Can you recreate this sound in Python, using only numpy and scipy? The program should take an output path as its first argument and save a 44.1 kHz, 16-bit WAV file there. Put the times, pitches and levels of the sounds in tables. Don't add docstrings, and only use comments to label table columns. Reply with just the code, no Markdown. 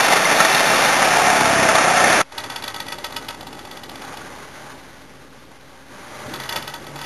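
import sys
import numpy as np
from scipy import signal
from scipy.fft import rfft, irfft
from scipy.io import wavfile

SR = 44100
rng = np.random.default_rng(int(sys.argv[2]) if len(sys.argv) > 2 else 0)


def persist_wave(psi):
    counts = np.round(np.clip(psi, -1, 1) * 32767).astype(np.int16)
    wavfile.write(sys.argv[1], SR, np.atleast_2d(counts).T)


def attenuation_scalar(level_db):
    decades = np.asarray(level_db, float) / 20
    return 10 ** decades


N = 310905
T = np.arange(N) / SR

# mode_hz, level_db, t60_s
STEEL_MID = [(1122, -11, 0.069), (1199, -5, 0.1), (1334, 1.5, 0.073), (1430, 2, 0.029),
             (1544, -9.5, 0.0063), (1825, 8, 0.031), (1860, -1.5, 0.046), (2100, 4, 0.04)]
# mode_hz, level_db, t60_s
STEEL_HIGH = [(2408, -5.5, 0.025), (2740, -0.5, 0.016), (3145, -9.5, 0.034), (3487, -0.5, 0.028),
              (3698, -1.5, .025)]


def unit(x):
    return x / np.sqrt(np.mean(x ** 2))


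def curves(table):
    s, *columns = np.transpose(table)
    return [np.interp(T, s, c) for c in columns]


def band(x, lo_hz, hi_hz, order=2):
    return signal.sosfilt(signal.butter(order, [lo_hz, hi_hz], "band", fs=SR, output="sos"), x)


def walk(rate):
    return 1.1 * np.interp(T * rate, np.arange(N // 256), rng.standard_normal(N // 256))


def ring(force, modes, vary_db, vary_rate, order=1):
    out = np.zeros(N)
    for hz, db, t60 in modes:
        r = np.exp(-np.log(1000) / (t60 * SR))
        angle = 2 * np.pi * hz / SR
        y = force * attenuation_scalar(db + vary_db * walk(vary_rate))
        for _ in range(order):
            y = signal.lfilter([np.sin(angle)], [1, -2 * r * np.cos(angle), r * r], y)
        out += y * (2 * np.e * (1 - r)) ** (order - 1)
    return out


def clicks(times, dbs):
    force = np.zeros(N)
    np.add.at(force, (times * SR).astype(int), attenuation_scalar(dbs))
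    return force


def contacts(times, dbs, rise_s, fall_s):
    force, t = np.zeros(N + 2048), np.arange(2048) / SR
    shape = (1 - np.exp(-t / rise_s)) * np.exp(-t / fall_s)
    grit = rng.standard_normal((len(times), len(t))) * shape
    for s, db, g in zip(times, dbs, grit):
        i = int(s * SR)
        force[i:i + len(t)] += attenuation_scalar(db) * g / np.sqrt(np.sum(g ** 2))
    return force[:N]


def joist():
    # centre_s, pitch_hz, level_db (rms), half_length_s
    swells = [
        (4.55, 143.3, -57, 0.24),
        (6.294, 129.2, -45, 0.052),
        (6.419, 134, -44.5, 0.045),
        (6.64, 143.6, -45, 0.1),
        (6.965, 144, -42, .11),
    ]
    s, hz, db, half_s = np.transpose(swells)
    size = attenuation_scalar(-61) + sum(attenuation_scalar(d) * np.exp(-((T - a) / h) ** 2) for a, d, h in zip(s, db, half_s))
    phase = 2 * np.pi * np.cumsum(np.interp(T, s, hz)) / SR
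    return size * attenuation_scalar(1.7 * walk(20)) * np.sqrt(2) * np.sin(phase)


def house():
    # start_s, airborne_db, floor_shake_db
    machine = [(2.31, -49, -67), (2.33, -42, -48), (2.4, -36, -43.5), (2.76, -39.5, -44.5),
               (3.34, -41, -44), (3.51, -44.5, -44.5), (4.0, -41, -46), (4.02, -36.5, -44.5),
               (4.29, -40, -45), (4.66, -41.5, -48.5), (4.9, -46, -49.5), (5.27, -49, -52),
               (5.86, -48.5, -53.5), (5.9, -41.5, -51), (6.25, -36.5, -41.5), (6.57, -34, -41.5),
               (6.8, -43, -44.5), (7.05, -39, -47)]
    # centre_hz, width_hz, level_db
    walls = [(611.5, 42, -5), (857, 240, 2), (1158, 270, 0), (1460, 150, -4.5), (1661, 450, -5.5),
             (1964, 130, -10)]
    # pitch_hz, level_db (rms)
    engine_tones = [(59.2, -60), (269.2, -56), (538.3, -60), (812.9, -62.5)]
    site_db, rumble_db = curves(machine)
    rattle_db = .4 * site_db + 0.54 * rumble_db - 10.0
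    grainy = rng.standard_normal(N) * attenuation_scalar(1.3 * walk(60))
    site = np.zeros(N)
    for hz, width, db in walls:
        site += attenuation_scalar(db + 1.9 * walk(17)) * unit(band(grainy, hz - width / 2, hz + width / 2, order=1))
    rumble = unit(band(rng.standard_normal(N), 190, 460)) * attenuation_scalar(1.5 * walk(12))
    rattle = unit(band(grainy, 2250, 4000))
    deep = unit(band(rng.standard_normal(N), 75, 170))
    hum = np.zeros(N)
    for hz, db in engine_tones:
        hum += np.sqrt(2) * attenuation_scalar(db + 2.8 * walk(3.9)) * np.sin(2 * np.pi * hz * T)
    airborne = attenuation_scalar(site_db + 1.5) * unit(site) + attenuation_scalar(rattle_db - 5.5) * rattle
    floor = attenuation_scalar(rumble_db + 1.0) * (rumble + attenuation_scalar(-6.0) * deep) + joist()
    return airborne + floor + attenuation_scalar(0.26 * (rumble_db + 53.0)) * hum


def cupboard(dry):
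    dry = dry + attenuation_scalar(-10 + 3 * walk(25)) * np.roll(dry, int(.0205 * SR))
    t = np.arange(SR // 5) / SR
    tail = rng.standard_normal(SR // 5) * np.exp(-np.log(1000) * t / 0.22)
    tail = band(tail, 300, 2800, order=1)
    return dry + attenuation_scalar(-14.5) * signal.fftconvolve(dry, tail / np.sqrt(np.sum(tail ** 2)))[:N]


def plates():
    # start_s, peak_db
    clinks = [(2.3213, -31), (2.3801, -15), (2.439, -21), (2.4994, -17.5), (2.5602, -16.5), (2.6231, -24.5),
              (2.6785, -16), (2.7428, -21.5), (2.8012, -16), (2.865, -29), (2.9219, -16), (2.9843, -24),
              (3.0431, -15), (3.1065, -31.5), (3.1639, -14.5), (3.2242, -35), (3.2856, -18.5),
              (3.3455, -31), (3.4078, -26), (3.4687, -26.5), (3.528, -28), (3.5904, -27), (3.6503, -28),
              (3.7116, -25), (3.7705, -27.5), (3.8333, -26), (3.8937, -27.5), (3.9551, -26), (4.0179, -30),
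              (4.1706, -26.5)]
    # start_s, peak_db
    rebounds = [(2.6391, -16.5), (2.7613, -22), (2.8825, -21), (3.123, -26.5), (3.2442, -36), (3.308, -30),
                (3.5505, -35), (3.6717, -39), (3.4283, -41), (3.9152, -41), (4.0469, -35.5), (4.1387, -40)]
    # start_s, peak_db
    late_clinks = [(6.3373, -20.5), (6.3996, -21.5), (6.4345, -24), (6.455, -37), (6.4919, -15.5),
                   (6.5241, -15.5), (6.5602, -12.5), (6.624, -23.5), (6.676, -19.5), (6.7054, -36),
                   (6.7385, -21), (6.8416, -35.5), (6.867, -27), (6.9581, -26), (6.989, -28), (7.0134, -21),
                   (7.043, -26)]
    # start_s, peak_db
    shelf_knocks = [
        (3.4283, -49),
        (3.9152, -47),
        (4.047, -47),
        (4.075, -40.5),
        (4.108, -41),
        (4.1387, -42),
        (4.19, -42.5),
    ]
    # mode_hz, level_db, t60_s
    rim_modes = [(2204, -11, 0.022), (2555, -4, 0.024), (2910, 4, 0.01), (3007, -1.5, 0.013),
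                 (3210, -4, 0.015), (3820, -12, .02), (3876, -0.5, 0.018)]
    body_modes = [(605, -10.5, .06), (932, 2.5, 0.027), (1291, -1.5, 0.056), (1526, -5, .05),
                  (1888, -4.5, .055), (1945, -1, 0.038), (2308, -6.5, 0.038)]
    shelf_modes = [(784, 4, 0.019), (832, -3, 0.028), (1135, -6, 0.033)]
    ping_modes = [(3450, 6, 0.014)]
    # start_s, end_s
    rocking_span = (3.33, 4.2)
    s, peak_db = np.transpose(clinks + rebounds + late_clinks)
    harder_db = peak_db + 25
    rocking = (s > rocking_span[0]) & (s < rocking_span[1])
    grit = contacts(s - .0035, peak_db, .0015, .0058)
    rim = ring(.85 * grit + .4 * clicks(s - .002, peak_db), rim_modes, 1.5, 30, order=2)
    ping = ring(clicks(s + .0007, peak_db - 15), ping_modes, 0.58, 30, order=2)
    body_db = -35 + 0.75 * harder_db - 3 * rocking
    shelf_db = -41.5 + 0.084 * harder_db + 1.5 * rocking
    body_force = clicks(s - .002, body_db) + .35 * contacts(s, body_db, .002, .008)
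    body = ring(body_force, body_modes, 1.5, 30, order=2)
    shelf_force = clicks(s, shelf_db) + clicks(*np.transpose(shelf_knocks))
    shelf = ring(shelf_force, shelf_modes, 0.74, 30, order=2)
    china = attenuation_scalar(9) * band(grit, 890, 3900) + attenuation_scalar(-12.5) * rim + attenuation_scalar(4.0) * ping + attenuation_scalar(-3.5) * body
    return cupboard(china + attenuation_scalar(-0.5) * shelf)


def blow_comb(turns, turns_per_s, grip_db, pile_db):
    beat = np.diff(np.floor(turns), prepend=0)
    comb = attenuation_scalar(grip_db - 31.5) * unit(band(beat, 96, 310))
    comb += attenuation_scalar(1.6 * pile_db - 26) * unit(band(beat, 695, 750))
    slow = np.clip(33 - turns_per_s, 0, None)
    gear_db = np.minimum(1.5 * grip_db, -3) - 22 - 5 * slow + 2 * walk(25)
    return comb + attenuation_scalar(gear_db) * np.sqrt(2) * np.sin(2 * np.pi * 20 * turns)


def exhaust_roar(shake, chatter):
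    # frequency_hz, level_db (per Hz)
    roar_spectrum = [(35, -54), (60, -32), (149, -12.5), (463, -10), (729, -2), (1030, -3.5), (1810, -2),
                     (1940, -5.5), (2310, -4), (3050, -11), (3570, -13.5), (3900, -15), (5070, -34),
                     (8580, -120)]
    hz, db = np.transpose(roar_spectrum)
    colour = attenuation_scalar(np.interp(np.log(np.fft.rfftfreq(N, 1 / SR) + 1), np.log(hz), db))
    source = shake * rng.standard_normal(N) + .5 * unit(chatter)
    return unit(irfft(rfft(source) * colour, N))


def metal_knocks(pile_db, low_modes):
    # start_s, peak_db
    hard_knocks = [(.0513, -3), (.084, 5), (.1281, 2.5), (.16, -11), (.2524, 3.5), (.3002, 3.5),
                   (.3735, -12), (.403, 9.5), (.4499, 7), (.4938, -2), (.538, -10), (.604, -6), (.847, 3),
                   (.9847, -8), (1.0273, -2), (1.1094, -14), (1.1663, 3), (1.1971, 0), (1.2674, 3.5),
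                   (1.3503, -2), (1.4087, 5), (1.6294, 5.5), (1.6889, 6), (1.7547, 7.5), (1.784, 7.5),
                   (1.8791, 3.5), (1.9759, 0), (2.0402, 4.5), (2.0777, -3), (2.1276, 5)]
    s, peak_db = np.transpose(hard_knocks)
    ring_db = .6 * pile_db[(s * SR).astype(int)] - 8.5
    sharp = contacts(s - .001, peak_db, 0.0008, 0.0026) + .5 * clicks(s, peak_db)
    blunt = contacts(s - .001, peak_db + ring_db, 0.00059, 0.0064)
    knocks = attenuation_scalar(-4) * band(sharp, 700, 4800)
    knocks += attenuation_scalar(-28.5) * ring(sharp, STEEL_MID + STEEL_HIGH, 4.8, 31.5)
    return knocks + attenuation_scalar(-21.5) * ring(blunt, low_modes, 4.6, 30)


def hammer():
    # start_s, clatter_db, ground_grip_db, pile_ringing_db
    driving = [
        (0, -19, -22, -12),
        (.11, -20, -14, -4),
        (.25, -19.5, -8, -19),
        (.6, -19.5, -23.5, -12),
        (.9, -18.5, -14, -4),
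        (1.3, -19, -2.5, 3),
        (1.57, -19.5, 4, -6.5),
        (1.9, -19.5, -5.5, 2),
        (2.22, -18, -0.5, 1.5),
    ]
    # start_s, turns_per_s
    shaft_speed = [
        (0, 30),
        (.5, 32),
        (.9, 34.5),
        (1.1, 35.7),
        (1.27, 35.6),
        (1.5, 34.1),
        (1.8, 31.4),
        (1.95, 30.7),
        (2.22, 30.7),
    ]
    # centre_s, rise_db, half_length_s
    surges = [
        (.005, 2, .01),
        (0.057, 1.5, 0.013),
        (0.129, 5.5, 0.0093),
        (0.165, 3, 0.01),
        (0.318, 3.5, 0.011),
        (0.409, 4, 0.0079),
        (.51, 1.5, 0.015),
        (1.698, 2.5, .01),
    ]
    # mode_hz, level_db, t60_s
    steel_low = [(550, -13.5, 0.12), (578, -7.5, 0.25), (662, 2.5, 0.21), (743, -11.5, 0.36),
                 (771, -8, 0.21), (803.5, 5, 0.069), (864, 2, 0.16)]
    level_db, grip_db, pile_db = curves(driving)
    for s, db, half_s in surges:
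        level_db = level_db + db * np.exp(-((T - s) / half_s) ** 2)
    turns_per_s = curves(shaft_speed)[0]
    turns = np.cumsum(turns_per_s) / SR + .004 * walk(12)
    blow = attenuation_scalar(2.2 * rng.standard_normal(N // 256))[np.abs(turns).astype(int)]
    shake = 3.3 + blow * np.exp(-(turns % 1) / 0.16)
    taps = rng.standard_normal(N) * (rng.random(N) < .12)
    chatter = shake * taps * attenuation_scalar(1.8 * rng.exponential(size=N))
    low = unit(ring(chatter, steel_low, 2.18, 5.78))
    mid = unit(ring(chatter, STEEL_MID, 4, 14))
    high = unit(ring(chatter, STEEL_HIGH, 1.8, 20))
    thud = unit(band(rng.standard_normal(N), 130, 420))
    steady = attenuation_scalar(-5.0) * mid + attenuation_scalar(.15 * pile_db - 4) * low + attenuation_scalar(-.3 * grip_db - 9.5) * high
    steady += attenuation_scalar(0.39 * grip_db - 16.5) * thud + attenuation_scalar(2.0) * exhaust_roar(shake, chatter)
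    clatter = attenuation_scalar(level_db) * steady + metal_knocks(pile_db, steel_low)
    return band(clatter, 140, 5400, order=3) + blow_comb(turns, turns_per_s, grip_db, pile_db)


def scene():
    after = T - 2.2168
    outdoors = np.where(after < 0, 1, attenuation_scalar(-12.5) * np.clip(1 - after / 0.023, 0, 1))
    return (outdoors * hammer() + (after > 0) * (plates() + house()))[None]


def roll_off(x):
    return signal.sosfilt(signal.butter(12, 13030, fs=SR, output="sos"), x)


def record(dry):
    # start_s, limit_hz
    top_edge = [(0, 12300), (.75, 12250), (1.3, 12140), (1.85, 11580), (2, 11730), (2.8, 12000),
                (3.5, 12400), (4.5, 12650), (7.05, 12760)]
    hold_hz, steps = 8001.43, 128
    x = signal.sosfilt(signal.butter(6, 4200, fs=SR, output="sos"), dry[0])
    ticks = np.floor(T * hold_hz) / hold_hz
    held = np.floor(np.clip(np.interp(ticks, T, x), -.9, .9) * steps) / steps
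    hz, s, z = signal.stft(held, SR, nperseg=1024)
    z = z * (hz[:, None] < np.interp(s, *np.transpose(top_edge)))
    y = signal.istft(z, SR, nperseg=1024)[1][:N]
    return roll_off(y[None])


dry = scene()
out = record(dry)
persist_wave(out)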